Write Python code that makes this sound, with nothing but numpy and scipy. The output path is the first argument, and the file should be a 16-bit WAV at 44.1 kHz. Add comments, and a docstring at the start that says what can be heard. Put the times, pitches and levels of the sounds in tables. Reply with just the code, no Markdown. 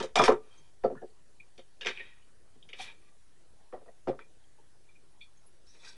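"""Kitchen, at a stone counter: a plastic bowl, plates and a spoon knock, scrape and tick close to a small camera.
Knocks and clinks are short chatters of noise that ring the counter and dish modes, with a dry gritty hiss.
Ticks and the spoon are chatters blurred round single notes; drags are wavering chatters of sliding pitch.
The kitchen answers with a brief noise tail.
The camera adds patchy hiss, a frame-rate buzz and an offset that sinks with loud sound."""
import sys
import numpy as np
from scipy import signal
from scipy.fft import rfft, irfft, next_fast_len
from scipy.io import wavfile
from scipy.ndimage import uniform_filter1d, map_coordinates

SR = 44100
rng = np.random.default_rng(int(sys.argv[2]) if len(sys.argv) > 2 else 0)


def unload_wav(signal):
    """Save mono or channel-first audio to the path in sys.argv[1] as 16-bit WAV at rate SR, clipped to [-1, 1]."""
    wavfile.write(
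        sys.argv[1],
        SR,
        np.round(np.clip(np.atleast_2d(signal).T, -1, 1) * 32767).astype(np.int16),
    )


def volts(x):
    """Linear amplitude factor 10**(x/20) for a level x in dB, scalar or array-like."""
    e = np.asarray(x, float) / 20
    return 10 ** e


N = 263259
TIME_S = np.arange(N) / SR
SPAN_S = np.arange(SR // 2) / SR  # clock of one contact


def unit(x):
    """Scale to rms 1."""
    return x / np.sqrt(np.mean(x ** 2) + 1e-20)


def unit_gain(response):
    """Scale a response to mean power 1."""
    return response / np.sqrt(np.mean(np.abs(response) ** 2))


def along(points, hz):
    """Read (Hz, value) points on a log frequency axis."""
    point_hz, value = np.transpose(points)
    return np.interp(np.log(hz + 1), np.log(point_hz + 1), value)


def filtered(x, response):
    """Multiply the spectrum of x by a complex response of frequency."""
    size = next_fast_len(x.shape[-1] + 4096)
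    spectrum = rfft(x, size) * response(np.fft.rfftfreq(size, 1 / SR))
    return irfft(spectrum, size)[..., :x.shape[-1]]


def add(out, start_s, sound):
    """Mix a sound in at start_s."""
    out[round(start_s * SR):][:len(sound)] += sound


def body(modes, shading_db):
    """Causal response of steep resonances, shaded mode by mode, keeping the rms of white noise."""
    centre_hz, width_hz, level_db = np.transpose(modes)[:, :, None]
    sign = (-1) ** np.arange(len(modes))[:, None]
    gain = sign * volts(level_db + np.c_[shading_db])

    def response(hz):
        damping = 1j * hz * width_hz
        resonance = damping / (centre_hz ** 2 - hz ** 2 + damping)
        return unit_gain(np.sum(gain * resonance ** 2, axis=0))  # each acts twice
    return response


def favoured(modes, hz, db_per_octave):
    """Shading by where a thing is touched: modes fade away from the favoured pitch."""
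    return -db_per_octave * np.abs(np.log2(np.transpose(modes)[0] / hz))


def chatter(force, spiky):
    """Dense micro-contacts under a force envelope: noise whose samples have log-normal sizes."""
    size = np.exp(spiky * rng.standard_normal(len(SPAN_S)))
    return force * unit(rng.standard_normal(len(SPAN_S)) * size)


def stroke(level_db, t60_s, rise_s, blow=0, hold_s=0):
    """Force envelope of one contact: a first blow, then chatter that holds and dies away."""
    decay = volts(level_db - 60 * np.maximum(SPAN_S - hold_s, 0) / t60_s)
    first_blow = blow * volts(level_db) * np.exp(-SPAN_S / 0.0013)
    return (1 - np.exp(-SPAN_S / rise_s)) * decay + first_blow


# hiss spectrum: hz, density_db_per_hz (relative)
HISS = [(24, -29.5), (40, 2), (153, -3), (234, -10.5), (367, -5), (510, -9), (1220, -15.5), (1310, -15.5),
        (1860, -15), (2100, -18.5), (11200, -21), (14500, -50), (22000, -120)]


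def camera_noise():
    """Hiss in faint patches, and a sawtooth buzz that drops once a frame by a varying step."""
    hiss_db, buzz_db, frame_hz = -68, -62.5, 30.03
    spectrum = signal.stft(rng.standard_normal(N), nperseg=512)[2]
    field = rng.standard_normal(spectrum.shape)
    field = uniform_filter1d(uniform_filter1d(field, 5, 0), 10, 1)
    bin_hz = np.linspace(0, SR / 2, len(spectrum))
    patch_db = along([(100, 1.5), (400, 3), (2000, 1.8)], bin_hz)[:, None]
    patchy = signal.istft(spectrum * volts(patch_db * unit(field)), nperseg=512)[1][:N]
    hiss = volts(hiss_db) * filtered(unit(patchy), lambda hz: unit_gain(volts(along(HISS, hz))))
    frames = frame_hz * (TIME_S - 4.374)
    step = volts(3 * map_coordinates(rng.standard_normal(200), [TIME_S * 25]))
    buzz = uniform_filter1d(step * (frames % 1 - 0.5), size=70)
    return hiss + volts(buzz_db) * buzz


# spectrum of hard surfaces meeting: hz, density_db_per_hz (relative)
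GRIT = [(2470, -25), (4200, -5), (4880, -8), (5280, -6), (5750, -9), (7500, -15), (11000, -22.5),
        (14300, -46.5), (22000, -120)]


def gritty(force, dulling_db_per_octave=0):
    """Dry hiss of hard surfaces meeting, streaked by chance resonances and dulled above 6200 Hz."""
    streaks = rng.standard_normal(240)  # new fine resonances for each contact

    def response(hz):
        streak_db = 5 * map_coordinates(streaks, [hz / 110])
        dull_db = dulling_db_per_octave * np.log2(np.maximum(hz / 6200, 1))
        return unit_gain(volts(along(GRIT, hz) + streak_db - dull_db))
    return filtered(chatter(force, spiky=0.6), response)


# counter resonances: centre_hz, width_hz, level_db
COUNTER = [(130, 45, 3.5), (216, 94, -3.5), (261.5, 73, 0), (373, 50, 1), (442, 58, 0.5), (532.4, 73, -1),
           (588, 58, -7.5), (703, 170, -2)]
# bowl and crockery resonances: centre_hz, width_hz, level_db
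DISHES = [(932, 130, 2), (1163, 320, -4), (1378, 210, -4), (1557, 90, -2), (1753, 150, -1.5),
          (1940, 99, 1.5), (2098, 200, -4.5), (2394, 430, 0), (2950, 290, -3.5), (3209, 210, 0.5),
          (3572, 240, 1), (3760, 80, 3.5), (4560, 270, -8), (5800, 81, -9.5)]
# bowl and plates on the counter: start_s, counter_db, counter_hz (favoured), dish_db, grit_db
KNOCKS = [(0.001, -28, 336, -31, -41.5), (0.026, -29, 493, -41.5, -42), (0.156, -16.5, 775, -22, -27.5),
          (0.171, -22, 708, -43, -49), (0.187, -22, 223, -28, -31.5), (0.195, -16, 743, -12.5, -63),
          (0.216, -17.5, 452, -27.5, -35), (0.237, -25, 789, -22.5, -29), (0.254, -39, 624, -30, -31.5),
          (0.279, -8.5, 520, -17.5, -36.5), (0.303, -18, 493, -22.5, -63), (0.319, -27, 385, -34, -50),
          (0.836, -20.5, 455, -38, -63), (0.841, -17, 546, -50, -68), (0.846, -36.5, 215, -56, -85),
          (0.861, -31.5, 511, -47, -70.5), (0.901, -32.5, 549, -54.5, -75), (0.921, -36, 300, -66, -87.5),
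          (0.951, -45, 215, -53, -84), (1.016, -36, 363, -67, -88.5), (1.023, -33.5, 441, -63.5, -86),
          (1.86, -43, 210, -69.5, -80), (2.553, -53, 245, -77.5, -81), (3.725, -38, 433, -48, -74),
          (3.736, -37, 600, -51.5, -78), (3.762, -44.5, 528, -55, -84), (3.812, -51.5, 581, -68, -89),
          (3.859, -53.5, 560, -65, -85.5), (3.877, -48.5, 570, -66, -87), (4.072, -19.5, 460, -41, -61.5),
          (4.081, -22, 470, -41, -56), (4.092, -29, 480, -52, -63), (4.129, -41, 525, -55, -82)]
# crockery edges meeting: start_s, dish_db, dish_hz (favoured), grit_db, counter_db
CLINKS = [(1.578, -51, 3500, -57, -47), (1.81, -39.5, 3010, -49.5, -49), (1.83, -49, 2300, -58, -57),
          (1.848, -35, 2480, -50.5, -37), (1.859, -33, 1840, -41.5, -35), (1.868, -26.5, 2500, -38.5, -42),
          (1.884, -34.5, 1940, -44, -38), (1.974, -42, 2440, -81, -58), (1.996, -39.5, 2420, -83, -50.5),
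          (2.626, -56.5, 3250, -87.5, -74), (2.689, -48, 2770, -62.5, -60), (2.733, -41, 2540, -58, -53.5),
          (2.787, -49, 2340, -55, -49), (4.19, -49, 1416, -65.5, -49.5)]


def knocks():
    """The heavy counter rings under dishes and grit; soft contacts are duller, narrower in dish pitch and shorter."""
    flat_dish_hz = 1130  # a flat knock rings the low dish modes
    edge_counter_hz, glaze_db_per_octave = 430, 10.5  # glazed edges give less of the top octave
    soft_t60_s, hard_t60_s, softening_db = 0.065, 0.14, 5.5  # hard, gritty contacts chatter longer
    flat = [(start_s, counter_db, counter_hz, dish_db, flat_dish_hz, grit_db, 0)
            for start_s, counter_db, counter_hz, dish_db, grit_db in KNOCKS]
    edge = [(start_s, counter_db, edge_counter_hz, dish_db, dish_hz, grit_db, glaze_db_per_octave)
            for start_s, dish_db, dish_hz, grit_db, counter_db in CLINKS]
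    out = np.zeros(N + SR)
    for start_s, counter_db, counter_hz, dish_db, dish_hz, grit_db, glaze in flat + edge:
        softness_db = np.clip(dish_db - grit_db, 3, 40)
        t60_s = soft_t60_s + (hard_t60_s - soft_t60_s) * np.exp(-softness_db / softening_db)
        # the contact presses for hold_s before it dies away
        press = stroke(counter_db - 6, 0.45 * t60_s, rise_s=0.0033, blow=2.3, hold_s=0.016)
        thud = chatter(press, spiky=0.63)
        clack = chatter(stroke(dish_db, 1.5 * t60_s, rise_s=0.0081, blow=1.8), spiky=0.58)
        scratch = stroke(grit_db, 1.1 * t60_s, rise_s=0.0014, blow=0.72)
        add(out, start_s, filtered(thud, body(COUNTER, favoured(COUNTER, counter_hz, 12.84))))
        add(out, start_s, filtered(clack, body(DISHES, favoured(DISHES, dish_hz, 0.84 * softness_db))))
        add(out, start_s, gritty(scratch, 0.61 * softness_db + glaze))
    return out[:N]


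def ring(notes):
    """Each note is blurred because the contact flutters; shorter ones blur more."""
    out = np.zeros(N + SR)
    for start_s, level_db, pitch_hz, t60_s in notes:
        width_hz = 0.07 * pitch_hz * np.sqrt(0.1 / t60_s)
        flutter = chatter(stroke(level_db, t60_s, rise_s=0.025 * t60_s), spiky=0.25)
        add(out, start_s, filtered(flutter, body([(pitch_hz, width_hz, 0)], [0])))
    return out[:N]


# light ticks and short rings: start_s, level_db, pitch_hz, t60_s
TICKS = [(.002, -47, 3170, 0.15), (.03, -67, 3600, 0.22), (0.237, -28.5, 5350, 0.049),
         (0.368, -56.5, 1174, 0.27), (0.499, -65.5, 3190, 0.5), (.55, -73.5, 3190, 0.52),
         (.575, -61.5, 6300, 0.1), (0.84, -43.5, 1330, .12), (0.84, -56, 4550, 0.099),
         (.842, -60.5, 3510, 0.12), (0.951, -50, 1453, 0.12), (.965, -52, 1750, 0.14),
         (1.015, -58.5, 1680, 0.052), (1.099, -65.5, 4470, .05), (1.807, -38.5, 1673, 0.11),
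         (1.807, -38.5, 2835, 0.14), (1.86, -36, 1570, 0.13), (1.868, -18.5, 2770, 0.0051),
         (1.978, -45, 2480, 0.15), (1.996, -44.5, 1870, .15), (2.089, -59.5, 1900, .31),
         (2.199, -70, 2950, 0.3), (2.73, -31.5, 2510, 0.014), (2.794, -36, 770, 0.046),
         (3.01, -67, 1174, 0.34), (3.726, -60, 1905, .15), (3.727, -67, 3270, 0.13),
         (3.88, -61, 1885, 0.082), (4.191, -66, 3380, 0.18), (4.206, -53.5, 2380, 0.12),
         (4.206, -57, 1950, 0.11), (4.437, -68.5, 3220, 0.062), (4.581, -57, 894, 0.078),
         (4.951, -61.5, 2410, 0.094), (5.211, -63.5, 4330, 0.18), (5.37, -66, 6460, 0.13),
         (5.461, -61.5, 10600, .12), (5.667, -61.5, 5400, 0.26), (5.69, -60.5, 5880, 0.17),
         (5.78, -62.5, 3500, 0.61), (5.842, -54.5, 3450, 0.22), (5.843, -56.5, 4700, 0.37),
         (5.86, -52, 1552, 0.17)]


def ticks():
    """Light contacts, each ringing on one blurred note."""
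    return ring(TICKS)


# decay of the room: hz, t60_s
KITCHEN = [(150, 0.27), (1000, 0.18), (4000, 0.092), (10000, 0.24)]


def kitchen(near):
    """Room answer: a noise tail in which each frequency dies at its own speed."""
    hz, tail_s, spectrum = signal.stft(rng.standard_normal(SR // 2), SR, nperseg=256)
    decay = volts(-60 * tail_s / along(KITCHEN, hz)[:, None])
    tail = signal.istft(spectrum * decay, SR, nperseg=256)[1]
    delayed = np.pad(near, (250, 0))
    return signal.fftconvolve(delayed, tail / np.linalg.norm(tail))[:N]


# spoon notes: low_hz, high_hz
SPOON_HZ = (2380, 3451)
# spoon contacts: start_s, low_db, high_db, t60_s
SPOON = [(.165, -27, -31, 0.25), (1.398, -47.5, -65.5, 0.075), (2.8, -45, -45, 0.18),
         (2.871, -51.5, -59, 0.22), (4.082, -47.5, -52, 0.048), (4.88, -66, -75, 0.19),
         (5.206, -46.5, -46, 0.13)]


def spoon():
    """Each spoon contact rings two blurred notes together."""
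    low_hz, high_hz = SPOON_HZ
    low = [(start_s, low_db, low_hz, t60_s) for start_s, low_db, high_db, t60_s in SPOON]
    high = [(start_s, high_db, high_hz, t60_s) for start_s, low_db, high_db, t60_s in SPOON]
    return ring(low + high)


# drags across the counter, a list of points for each: time_s, dish_db, grit_db
DRAGS = [
    [(0.43, -77.5, -81.5), (0.58, -75, -75), (0.7, -83.5, -81)],
    [(1.9, -49, -63), (1.948, -55.5, -71), (1.99, -53.5, -73), (2.068, -60, -78.5), (2.146, -70, -90),
     (2.3, -81.5, -96)],
    [(2.755, -64, -69), (2.779, -60.5, -67), (2.801, -45, -55), (2.821, -51.5, -48), (2.899, -55.5, -70),
     (2.971, -80.5, -81.5), (3.1, -76, -80)],
    [(5.66, -85.5, -71.5), (5.73, -81, -69), (5.745, -66.5, -67), (5.79, -75.5, -70.5), (5.846, -60, -60),
     (5.884, -60.5, -52), (5.916, -69, -61), (5.97, -72, -76)],
]
# one row a drag: start_hz, end_hz (favoured dish pitch), low_db (low body over dish)
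DRAG_COLOURS = [(2500, 2500, 3.5), (2300, 2120, -13.5), (2840, 2060, -8), (1980, 2400, -3)]


def drags():
    """Rubbing wavers with the surface; the favoured dish pitch slides, so each mode swells in its own turn."""
    out = np.zeros(N + SR)
    low_modes = COUNTER + DISHES[:4]
    low_body = body(low_modes, favoured(low_modes, 1100, 1.5))
    for points, (start_hz, end_hz, low_db) in zip(DRAGS, DRAG_COLOURS):
        time_s, *levels_db = np.transpose(points)
        start_s, length_s = time_s[0], time_s[-1] - time_s[0]
        dish_db, grit_db = [np.interp(SPAN_S, time_s - start_s, level_db) for level_db in levels_db]
        dish_hz = np.interp(SPAN_S, [0, length_s], [start_hz, end_hz])
        bumps = map_coordinates(rng.standard_normal(80), [SPAN_S * 110])
        waver = (SPAN_S < length_s) * volts(1.2 * bumps)
        rub = chatter(waver * volts(dish_db), spiky=0.7)
        for mode in DISHES:
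            centre_hz, width_hz, mode_db = mode
            bandwidth_db = 10 * np.log10(width_hz / 250)
            swell = volts(mode_db + bandwidth_db + favoured([mode], dish_hz, 13))
            add(out, start_s, filtered(rub * swell, body([mode], [0])))
        add(out, start_s, gritty(waver * volts(grit_db)))
        low_rub = chatter(waver * volts(dish_db + low_db), spiky=0.19)
        add(out, start_s, filtered(low_rub, low_body))
    return out[:N]


def scene():
    """Contacts, room and camera noise."""
    near = knocks() + ticks() + spoon() + drags()
    return (near + volts(-12.5) * kitchen(near) + camera_noise())[None]


def low_pass(x):
    """Removes everything above the highest recorded frequency."""
    return signal.sosfilt(signal.butter(12, 11330, fs=SR, output="sos"), x)


def record(dry):
    """Band limit, and an offset that sinks further with loud sound."""
    top_hz = 11250
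    loudness = uniform_filter1d(np.abs(dry), size=1500, axis=1)
    band = filtered(dry, lambda hz: 1 / (1 + (hz / top_hz) ** 160))
    mix = band - 0.0036 - 0.24 * loudness
    return low_pass(mix)


dry = scene()
out = record(dry)
unload_wav(out)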